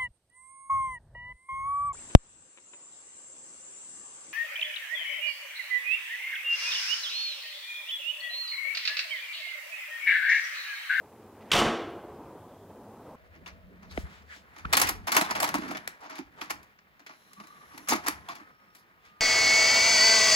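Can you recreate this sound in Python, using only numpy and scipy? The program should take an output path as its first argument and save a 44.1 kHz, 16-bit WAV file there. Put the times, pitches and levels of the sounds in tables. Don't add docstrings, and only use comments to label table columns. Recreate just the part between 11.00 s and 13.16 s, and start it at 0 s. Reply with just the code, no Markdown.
import sys
import numpy as np
from scipy import signal
from scipy.io import wavfile

SR = 44100
rng = np.random.default_rng(int(sys.argv[2]) if len(sys.argv) > 2 else 0)


def volts_from_db(level):
    exponent = np.asarray(level, float) / 20
    return 10 ** exponent


def generate_wav(signal):
    frames = np.transpose(np.atleast_2d(signal))
    scaled = np.clip(frames, -1, 1) * 32767
    pcm = np.round(scaled).astype(np.int16)
    wavfile.write(sys.argv[1], SR, pcm)


N = 95079

# start in seconds, level in dB, chatter length in seconds.
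LATCH_CONTACTS = [
    (.5152, -13.5, 0.0051),
    (.5235, -20, .007),
    (.5325, -20, 0.0069),
    (.520, -24.5, 0.089),
    (.549, -35, 0.012),
    (.564, -26, 0.0037),
    (.576, -30, 0.0094),
    (.587, -26, 0.013),
]
# pitch in Hz, level in dB, 60 dB decay time in seconds.
LATCH_MODES = [(1346, -9.5, 0.021), (1530, -10, .03), (2030, -8.5, 0.038), (2366, -0.5, 0.01),
               (2644, -5, 0.019), (2910, -2.5, 0.02), (3103, -1, 0.015), (3260, -9, 0.018),
               (3386, 0.5, 0.0083), (3600, -2, 0.0075), (4320, 0, 0.0042), (5650, -4, 0.0059),
               (7106, -24.5, .01), (7967, -20, .01)]
# start in seconds, level in dB, length in seconds.
PLATE_STRIKES = [
    (.5155, -18, 0.0069),
    (.5184, -19.5, 0.0046),
    (.534, -19, 0.0034),
]
# start in seconds, level in dB, length in seconds.
PANEL_LANDINGS = [
    (.517, -21.5, 0.0063),
    (.530, -13, 0.017),
    (.542, -13.5, 0.031),
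    (.575, -15.5, 0.029),
    (.592, -17.5, 0.024),
    (.612, -14.5, 0.021),
    (.640, -16, 0.045),
]
# pitch in Hz, level in dB, 60 dB decay time in seconds.
PANEL_MODES = [(156, -11.5, 0.094), (197.4, -7, 0.072), (221.5, -0.5, 0.23), (271, -2.5, 0.26),
               (347.3, -2.5, 0.11), (412.6, -8, 0.25), (519, -14, 0.04), (637.4, -6.5, .1),
               (715, 4.5, 0.17), (816, -7.5, 0.11), (797, -24, 0.12), (923, -10, 0.093), (1123, -8, 0.1),
               (1202, -27, .08)]
# start in seconds, level in dB.
SEATING_PUSHES = [
    (0.546, -38.5),
    (.579, -37),
    (.597, -32),
    (.618, -31),
    (.647, -39),
]
# pitch in Hz, level in dB, 60 dB decay time in seconds.
HOLLOW_MODES = [(160.4, -5.5, 0.48), (206.6, -9, 0.22), (233.4, 0.5, 0.24), (272.2, -0.5, 0.6),
                (333.2, -4, 0.34), (722, 7, 0.088)]
# start in seconds, level in dB, length in seconds, centre in Hz.
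SCUFFS = [
    (.418, -62.5, 0.0062, 4000),
    (.454, -64, .009, 3600),
    (.497, -54.5, 0.0072, 3000),
    (.503, -39.5, .010, 1850),
    (0.504, -55.5, .008, 6200),
    (.903, -67, 0.0084, 11000),
]
# time in seconds, level in dB.
BRUSH_LEVEL = [
    (.33, -70.5),
    (.385, -65.5),
    (.43, -60),
    (.46, -63),
    (.50, -61),
    (.52, -50),
    (.56, -82),
]
# frequency in Hz, 60 dB decay time in seconds.
HALL_DECAY = [(60, 0.71), (170, 0.18), (350, 1.62), (700, 0.9), (1500, 0.8), (3000, 0.66), (6000, 0.54),
              (12000, 0.39)]
# time in seconds, level in dB.
TONE_BEFORE = [
    [(0.0, -51.5), (0.07, -54.5), (0.236, -52.5), (0.48, -49.5)],
]
# time in seconds, level in dB.
TONE_AFTER = [
    [(1.25, -47.5), (1.342, -49), (1.68, -53.5), (1.702, -48.5), (1.732, -51), (2.15, -47.5)],
]
# frequency in Hz, level in dB per Hz.
TONE_SPECTRUM = [(18, -51.5), (30, -22.5), (87, -6.5), (234, -6), (272, -4.5), (409, -4.5), (883, -7.5),
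                 (1830, -28), (5000, -43.5), (6500, -68), (11000, -120)]
# centre in Hz, width in Hz, level in dB.
DRONE_BANDS = [
    (98.6, 15, -62.5),
    (226.6, 42, -61),
    (416.4, 36, -62.5),
]
# start in seconds, level in dB, length in seconds.
WHISTLE_SWELL = [
    (1.31, -71, 0.35),
]

CHATTER_PER_S, CHATTER_SPREAD_DB = 6000, 3


def in_time(rows):
    s, db = np.transpose(rows)
    return np.interp(np.arange(N) / SR, s, db)


def at_hz(points, hz):
    point_hz, value = np.transpose(points)
    return np.interp(np.log(hz), np.log(point_hz), value)


def rms_one(x):
    return x / np.sqrt(np.mean(x ** 2) + 1e-20)


def band(x, low_hz, high_hz):
    edges = [low_hz, min(high_hz, .45 * SR)]
    return signal.sosfilt(signal.butter(2, edges, "band", fs=SR, output="sos"), x)


def noise_band(low_hz, high_hz):
    return rms_one(band(rng.standard_normal(N), low_hz, high_hz))


def drift(rate):
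    pole = np.exp(-80 * np.pi * rate / SR)
    white = rng.standard_normal(N // 40 + 2002)
    slow = signal.lfilter([1], [1, -2 * pole, pole * pole], white)[2000:]
    return np.interp(np.arange(N) / 40, np.arange(len(slow)), rms_one(slow))


def ring(force, hz, t60):
    decay = volts_from_db(-60 / (max(t60, .003) * SR))
    w = 2 * np.pi * hz / SR
    return signal.lfilter([0, np.sin(w)], [1, -2 * decay * np.cos(w), decay * decay], force + 1e-18)


def bursts(hits):
    t = np.arange(N) / SR
    out = 0
    for s, db, length in hits:
        u = np.maximum(t - s, 0) / length
        out = out + volts_from_db(db) * (1 - np.exp(-u * 2.9)) * np.exp(-u * u)
    return out


def clicks(per_s):
    size = volts_from_db(CHATTER_SPREAD_DB * np.minimum(rng.exponential(1, N), 4))
    size = size * rng.choice([-1, 1], N)
    return rms_one(size * (rng.random(N) < per_s / SR))


def struck(force, modes, shared):
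    out = 0
    for hz, db, t60 in modes:
        own = force * rng.standard_normal(N) * .7
        out = out + volts_from_db(db) * ring(shared + own, hz, t60)
    return out


def latch():
    force = bursts(LATCH_CONTACTS)
    contacts = force * clicks(CHATTER_PER_S)
    crack = band(contacts + force * rng.standard_normal(N), 487, 5860)
    return volts_from_db(-25.5) * struck(force, LATCH_MODES, contacts) + volts_from_db(-1.5) * crack


def strike():
    centre_hz, width_hz = 3130, 940
    plate = band(clicks(CHATTER_PER_S), centre_hz - width_hz / 2, centre_hz + width_hz / 2)
    return bursts(PLATE_STRIKES) * rms_one(plate)


def panel():
    force = bursts(PANEL_LANDINGS)
    skin = struck(force, PANEL_MODES, force * clicks(1200))
    thud = band(force * rng.standard_normal(N), 142, 1390)
    return volts_from_db(-44.5) * skin + volts_from_db(6) * thud


def boom():
    push = np.zeros(N)
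    for s, db in SEATING_PUSHES:
        push[int(s * SR)] = volts_from_db(db)
    hollow = sum(volts_from_db(db) * ring(push, hz, t60) for hz, db, t60 in HOLLOW_MODES)
    return hollow + volts_from_db(33.5) * band(push, 158, 880)


def seal():
    scuffs = 0
    for s, db, length, hz in SCUFFS:
        side_hz = .14 * hz
        scuffs = scuffs + bursts([(s, db, length)]) * noise_band(hz - side_hz, hz + side_hz)
    rubbing = rms_one(band(clicks(2980), 696, 2300))
    return scuffs + rubbing * volts_from_db(in_time(BRUSH_LEVEL) + 3.7 * drift(30))


def puff():
    return bursts([(.53, -49.5, .14)]) * noise_band(36, 75)


def hall(x):
    level_db, build_s = -9.5, .02
    t = np.arange(int(1.6 * SR)) / SR
    edges = 45 * 2 ** np.arange(0, 8.8, .3)
    white = rng.standard_normal((2, len(t)))
    echo = 0
    for k, (low, high) in enumerate(zip(edges, edges[1:])):
        t60 = at_hz(HALL_DECAY, np.sqrt(low * high))
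        echo = echo + band(white[k % 2], low, high) * volts_from_db(-60 * t / t60)
    echo = echo * (1 - np.exp(-t / build_s))
    return volts_from_db(level_db) * signal.fftconvolve(x, echo / np.sqrt(np.sum(echo ** 2)))[:N]


def room_tone():
    patchy_db = 2.0
    together = drift(3)
    edges = 25 * 2 ** np.arange(0, 8, 1 / 3)
    white = rng.standard_normal((2, N + 4000))
    out = 0
    for k, (low, high) in enumerate(zip(edges, edges[1:])):
        gain_db = at_hz(TONE_SPECTRUM, np.sqrt(low * high))
        gain_db = gain_db + patchy_db * (0.2 * together + drift(27.0))
        out = out + band(white[k % 2], low, high)[4000:] * volts_from_db(gain_db)
    return rms_one(out) * volts_from_db(0.5 + in_time(TONE_BEFORE[0] + TONE_AFTER[0]))


def drones():
    out = 0
    for hz, width, db in DRONE_BANDS:
        level = volts_from_db(db + 2.33 * drift(2.9))
        out = out + level * noise_band(hz - width / 2, hz + width / 2)
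    return out


def whistle():
    centre_hz = 3360
    return bursts(WHISTLE_SWELL) * noise_band(centre_hz - 260, centre_hz + 260)


def hiss():
    mid_db, side_db, tilt = -69, -69, 0.067
    white = signal.lfilter([1, -tilt], [1], rng.standard_normal((2, N)))
    mid, side = band(white, 1500, 19160)
    return volts_from_db(mid_db) * mid + volts_from_db(side_db) * side * [[1], [-1]]


def scene():
    port_db, hall_wide_db = -18, -14
    door = latch() + strike() + panel() + boom() + seal()
    echo = hall(door)
    sideways = band(volts_from_db(port_db) * door + volts_from_db(hall_wide_db) * echo, 4000, 12000)
    wide = np.gradient(sideways) * [[1], [-1]]
    return door + echo + wide + puff() + room_tone() + drones() + whistle() + hiss()


def band_limit(x):
    return signal.sosfilt(signal.butter(12, 16660, fs=SR, output="sos"), x)


def record(dry):
    ceiling, cutoff_hz = .28, 15780
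    mid = dry.mean(axis=0)
    limited = dry - mid + ceiling * np.tanh(mid / ceiling)
    top_cut = signal.ellip(12, .5, 60, cutoff_hz, fs=SR, output="sos")
    mix = signal.sosfilt(top_cut, limited)
    return band_limit(mix)


dry = scene()
out = record(dry)
generate_wav(out)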